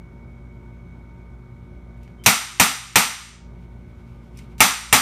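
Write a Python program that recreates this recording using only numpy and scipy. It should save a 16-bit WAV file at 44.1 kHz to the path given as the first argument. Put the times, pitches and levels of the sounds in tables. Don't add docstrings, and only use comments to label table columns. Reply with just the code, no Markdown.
import sys
import numpy as np
from scipy import signal
from scipy.fft import rfft, irfft, next_fast_len
from scipy.io import wavfile
from scipy.ndimage import uniform_filter1d, map_coordinates

SR = 44100
rng = np.random.default_rng(int(sys.argv[2]) if len(sys.argv) > 2 else 0)


def convert_level_to_amplitude(level_db):
    exponent = np.asarray(level_db, float) / 20
    return 10 ** exponent


def transcribe(signal):
    frames = np.atleast_2d(signal).T
    limited = np.clip(frames, -1, 1)
    pcm = np.round(limited * 32767).astype(np.int16)
    wavfile.write(sys.argv[1], SR, pcm)


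N = 221293

# order, level in dB.
SHAFT_ORDERS = [(1, -44), (2, -53.5), (3, -51.5), (4, -53.5), (5, -69), (7, -68), (8, -74.5), (10, -67.5),
                (16, -66.5), (21, -73)]
# frequency in Hz, level in dB, width in Hz.
MOTOR_HUM = [(88.3, -55.5, 13), (124.4, -48.5, 3.3), (361, -57.5, 14)]
# time in seconds, gain in dB.
COMPRESSOR_LOAD = [(0, -1.5), (2, 0), (3.5, 1), (4, -1.5), (4.5, 0), (5.02, 8)]
# frequency in Hz, width in Hz, level in dB.
CASING_MODES = [(1012, 100, -8), (1468, 39, 11.5), (2260, 60, -6.5), (3400, 300, -11), (5636, 1300, -19)]
# frequency in Hz, level in dB per Hz.
FAN_SPECTRUM = [(15, -50), (30, -13.5), (59, 2), (236, -8), (390, -15), (503, -18.5), (1400, -25.5),
                (1780, -34.5), (2220, -27.5), (2600, -39.5), (3400, -40), (4700, -47), (5800, -46.5),
                (15000, -56.5)]
# frequency in Hz, level in dB per Hz.
CLOTH_SPECTRUM = [(1200, -34), (2200, 5.5), (4000, -5), (7000, -11), (15000, -18.5)]
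# time in seconds, peak in dB, rise in dB per second, fall in dB per second.
ARM_MOVES = [
    (2.04, -70, 200, 90),
    (3.6, -78, 300, 100),
    (3.85, -80, 30, 30),
    (4.15, -72, 40, 20),
    (4.385, -58, 350, 140),
]
# time in seconds, peak in dB, tilt in dB per octave.
GRIP_TICKS = [(1.975, -69, 2), (2.031, -58, 1), (2.045, -64, -7), (2.077, -54, -13), (4.372, -47, -2),
              (4.382, -52, -2), (4.3885, -45, -6)]
# start in seconds, strength in dB.
SHOTS = [
    (2.2615, 1),
    (2.5983, 0),
    (2.957, 0),
    (4.6045, 1.5),
    (4.9267, 1),
]
# frequency in Hz, level in dB, t60 in
# seconds.
SLIDE_MODES = [(672, -20, .05), (902, -20, .06), (1276, -18.5, .07), (2110, -15, 0.046), (2306, -13, 0.096),
               (2460, -13, 0.063), (8400, -9, .014)]
# frequency in Hz, width in Hz, level in dB.
BARREL_MODES = [(900, 290, 4), (1273, 250, 4.5), (2205, 1200, 4.5), (3610, 1400, 0.5), (4980, 1100, -1),
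                (5850, 450, 3.5), (7094, 660, 0.5), (8275, 850, 2.5), (9700, 500, -12), (11050, 700, -4.5),
                (12300, 280, -13), (14100, 1000, -14), (16080, 1000, -11)]
# frequency in Hz, width in Hz, depth from 0 to 1.
BARREL_GAPS = [(10480, 420, .95), (9300, 260, .6), (7900, 260, .5), (11900, 300, .5)]
# frequency in Hz, level in dB.
CRACK_SPECTRUM = [(100, -2), (800, 2), (1240, -6), (2400, 10), (4500, -0.5), (8500, 2.5), (15000, -1)]
# frequency in Hz, level in dB.
YARD_SPECTRUM = [(35, -37), (60, 7.5), (150, 24.5), (270, 24.5), (310, 0.5), (380, 3), (440, 8.5),
                 (530, -0.5), (750, 4.5), (1500, 5), (5000, -2.5), (16000, -1)]
# frequency in Hz, t60 in seconds.
YARD_T60 = [(100, 0.16), (300, 0.28), (500, 0.31), (800, 0.33), (1800, 0.41), (4800, 0.46), (9000, 0.39),
            (14000, 0.28)]
# frequency in Hz, level in dB.
FAR_SPECTRUM = [(300, -63.5), (600, -37.5), (1200, -24.5), (4000, -23), (9000, -23.5), (15000, -37)]
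# delay in seconds, level in dB.
WALL_ECHOES = [(.0011, 3.5), (.0022, 5.5), (.0034, -3), (.0047, -12.5), (.0063, -4.5), (.008, -3.5),
               (.0105, -8), (0.0118, -15.5), (.016, -8), (.0235, -12)]

SIDEWAYS_S = 3.8


def unit(x):
    return x / np.sqrt(np.mean(x ** 2) + 1e-20)


def since(s):
    return np.arange(N) / SR - s


def along(points, hz):
    f, v = np.transpose(points)
    return np.interp(np.log(hz + 1), np.log(f + 1), v)


def curve(rows):
    s, v = np.transpose(rows)
    return np.interp(since(0), s, v)


def wobble(rate):
    knots = rng.standard_normal(int(N * 40 / SR) + 4)
    return map_coordinates(knots, [np.arange(N) * min(rate, 40) / SR])


def filtered(x, response):
    m = next_fast_len(len(x) + 8192)
    return irfft(rfft(x, m) * response(np.fft.rfftfreq(m, 1 / SR)), m)[:len(x)]


def resonances(modes, hz):
    return sum(convert_level_to_amplitude(db) * 1j * hz * w / (c * c - hz * hz + 1j * hz * w) for c, w, db in modes)


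def narrow(centre_hz, width_hz):
    noise = rng.standard_normal(N)
    return unit(filtered(noise, lambda hz: 1 / (1 + (2 * (hz - centre_hz) / width_hz) ** 2)))


def rush(spectrum, patchy_db):
    z = signal.stft(rng.standard_normal(N), nperseg=512)[2]
    field = uniform_filter1d(rng.standard_normal(z.shape), size=6, axis=0)
    field = uniform_filter1d(field, size=12, axis=1)
    x = signal.istft(z * convert_level_to_amplitude(patchy_db * unit(field)), nperseg=512)[1][:N]
    return unit(filtered(x, lambda hz: convert_level_to_amplitude(along(spectrum, hz))))


def valve(turn):
    taps = np.diff(np.floor(turn / (2 * np.pi)), prepend=0) * convert_level_to_amplitude(1.5 * wobble(43))
    t = np.arange(SR // 10) / SR
    rattle = rng.standard_normal(SR // 10) * convert_level_to_amplitude(-60 * t / .09)
    taps = signal.fftconvolve(taps, rattle)[:N]

    def casing(hz):
        high_pass = hz ** 2 / (hz ** 2 + 900 ** 2)
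        return resonances(CASING_MODES, hz) * high_pass / (1 + (hz / 6500) ** 6)

    return convert_level_to_amplitude(-69) * unit(filtered(taps, casing))


def conditioner():
    shaft_hz, whine_hz = 57.76, 2227
    whine_db, whine_sag_db_per_s = -60, 1.7
    t = since(0)
    turn = 2 * np.pi * np.cumsum(shaft_hz + .03 * wobble(2.5)) / SR
    orders = 0
    for k, db in SHAFT_ORDERS:
        level = convert_level_to_amplitude(db + 4.0 + (1.0 + 0.11 * k) * wobble(12))
        orders = orders - level * np.cos(k * turn + .14 * wobble(14))
    taps = valve(turn)
    hum = 0
    for hz, db, width_hz in MOTOR_HUM:
        tone = np.sin(2 * np.pi * hz * t + 1.7 * wobble(3.6))
        hum = hum + convert_level_to_amplitude(db) * (1.1 * tone + .6 * narrow(hz, width_hz))
    whine = np.sin(2 * np.pi * whine_hz * t) + 0.44 * narrow(whine_hz, width_hz=91)
    whine = convert_level_to_amplitude(whine_db - whine_sag_db_per_s * t) * whine
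    fan = convert_level_to_amplitude(-47) * rush(FAN_SPECTRUM, patchy_db=1.0)
    return convert_level_to_amplitude(curve(COMPRESSOR_LOAD)) * orders + taps + hum + whine + fan


def shirt():
    level = convert_level_to_amplitude(-83.5)
    for s, db, rise, fall in ARM_MOVES:
        level = level + convert_level_to_amplitude(db - np.maximum(-rise * since(s), fall * since(s)))
    return level * convert_level_to_amplitude(2.5 * wobble(25)) * rush(CLOTH_SPECTRUM, patchy_db=0.0)


def barrel(hz, tilt_db):
    return resonances(BARREL_MODES, hz) * convert_level_to_amplitude(tilt_db * np.log2(hz / 3000 + .02))


def ticks():
    rows = [(s, db, tilt_db, .018) for s, db, tilt_db in GRIP_TICKS]
    sear_lead_s, chatter_s, hammer_lead_s = .0233, .0035, .009
    for s, _ in SHOTS:
        sear_db = -42 + 7 * (s == SHOTS[0][0])
        for k in range(5):
            rows.append((s - sear_lead_s + k * chatter_s, sear_db - 2.5 * k, -3 + 2 * k, .008))
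        rows.append((s - hammer_lead_s, -39, -12, .04))
    return rows


def squeak():
    start_s, length_s, edge_s = 2.18, .06, .02
    t = since(start_s)
    pull = np.clip(np.minimum(t, length_s - t) / edge_s, 0, 1)
    return convert_level_to_amplitude(-62) * pull * narrow(3100, width_hz=110)


def trigger():
    out, t = np.zeros(N + SR), np.arange(SR // 4) / SR
    for s, db, tilt_db, t60 in ticks():
        decay = convert_level_to_amplitude(-60 * t / max(t60, .003)) + convert_level_to_amplitude(-18 - 60 * t / .2)
        burst = rng.standard_normal(len(t)) * decay * (1 - np.exp(-t / (t60 / 20)))
        tick = filtered(burst, lambda hz: barrel(hz, tilt_db) * hz ** 4 / (hz ** 4 + 1900 ** 4))
        out[round(s * SR):][:len(t)] += convert_level_to_amplitude(db + 7.5) * tick / np.abs(tick).max()
    return out[:N] + squeak()


def slide():
    out, t = np.zeros(N + SR), np.arange(SR // 4) / SR
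    for s, _ in SHOTS:
        ring = 0
        for hz, level, t60 in SLIDE_MODES:
            ring = ring + convert_level_to_amplitude(level + rng.normal(0, 2) - 60 * t / t60) * np.sin(2 * np.pi * hz * t)
        slide_db = 2.5 + 9.5 * (s > SIDEWAYS_S)
        out[round(s * SR):][:len(t)] += convert_level_to_amplitude(slide_db) * ring * (1 - np.exp(-t / 0.00076))
    return out[:N]


def tail():
    hz, t, z = signal.stft(rng.standard_normal(SR), SR, nperseg=512, noverlap=448)
    last = along([(2000, 0.4), (7000, 0.4), (15000, 0.29)], hz)[:, None]
    far = convert_level_to_amplitude(along(FAR_SPECTRUM, hz)[:, None] - 60 * t / 2.0 - 8.2 * (t / last) ** 5)
    fall = convert_level_to_amplitude(-60 * t / along(YARD_T60, hz)[:, None]) + far
    return signal.istft(z * fall, SR, nperseg=512, noverlap=448)[1][:SR]


def pistol():
    out, t = np.zeros(N + SR), np.arange(SR) / SR
    tilt_db, thump_hz, thump_t60 = 0.51, 115, .1
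    same_tail = [tail(), tail()]
    for s, db in SHOTS:
        puff = 0.25 * rng.standard_normal(SR) * convert_level_to_amplitude(-60 * t / 0.015)
        puff[0] = 3.0
        early = puff + sum(convert_level_to_amplitude(wall_db) * np.roll(puff, round(late * SR)) for late, wall_db in WALL_ECHOES)
        crack = unit(filtered(early, lambda hz: barrel(hz, tilt_db) * convert_level_to_amplitude(along(CRACK_SPECTRUM, hz))))
        answer = 0.89 * same_tail[int(s > SIDEWAYS_S)] + 0.54 * tail()
        answer = answer * (1 - np.exp(-t / 0.00022))
        answer = unit(filtered(answer, lambda hz: barrel(hz, tilt_db) * convert_level_to_amplitude(along(YARD_SPECTRUM, hz))))
        thump_db = -29.5 + 4 * (s == SHOTS[0][0]) + 23.0
        thump = np.sin(2 * np.pi * thump_hz * t) * convert_level_to_amplitude(thump_db - 60 * t / thump_t60)
        thump = thump * (1 - np.exp(-t / 0.0014))
        out[round(s * SR):][:SR] += convert_level_to_amplitude(db) * (convert_level_to_amplitude(-14.0) * crack + convert_level_to_amplitude(-15) * answer + thump)
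    return out[:N]


def gaps(hz):
    return np.prod([1 - depth * resonances([(c, w, 0)], hz) for c, w, depth in BARREL_GAPS], axis=0)


def scene():
    return (filtered(pistol() + trigger(), gaps) + conditioner() + shirt() + slide())[None]


def duck(s):
    depth_db, attack_s, settle_share, settle_s, hold_s, release_s = -10, .004, .3, .04, .2, .33
    t = np.clip(since(s), 0, None)
    drop = np.clip(t / attack_s, 0, 1) * (1 - settle_share * np.exp(-t / settle_s))
    return depth_db * drop * (1 - np.clip((t - hold_s) / release_s, 0, 1) ** 2)


def clipped(x, top):
    return x / (1 + np.abs(x / top) ** 8) ** (1 / 8)


def phone_band(hz):
    treble_cut = convert_level_to_amplitude(-50 / (1 + np.exp(np.clip((15350 - hz) / 45, -50, 50))))
    return treble_cut * hz / (hz - 20j)


def top_cut(x):
    return signal.sosfilt(signal.butter(12, 16540, fs=SR, output="sos"), x)


def record(dry):
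    x = dry[0] * convert_level_to_amplitude(np.min([duck(s) for s, _ in SHOTS], axis=0))
    x = filtered(clipped(x, .66), phone_band)
    mix = clipped(x, .84)[None]
    return top_cut(mix)


dry = scene()
out = record(dry)
transcribe(out)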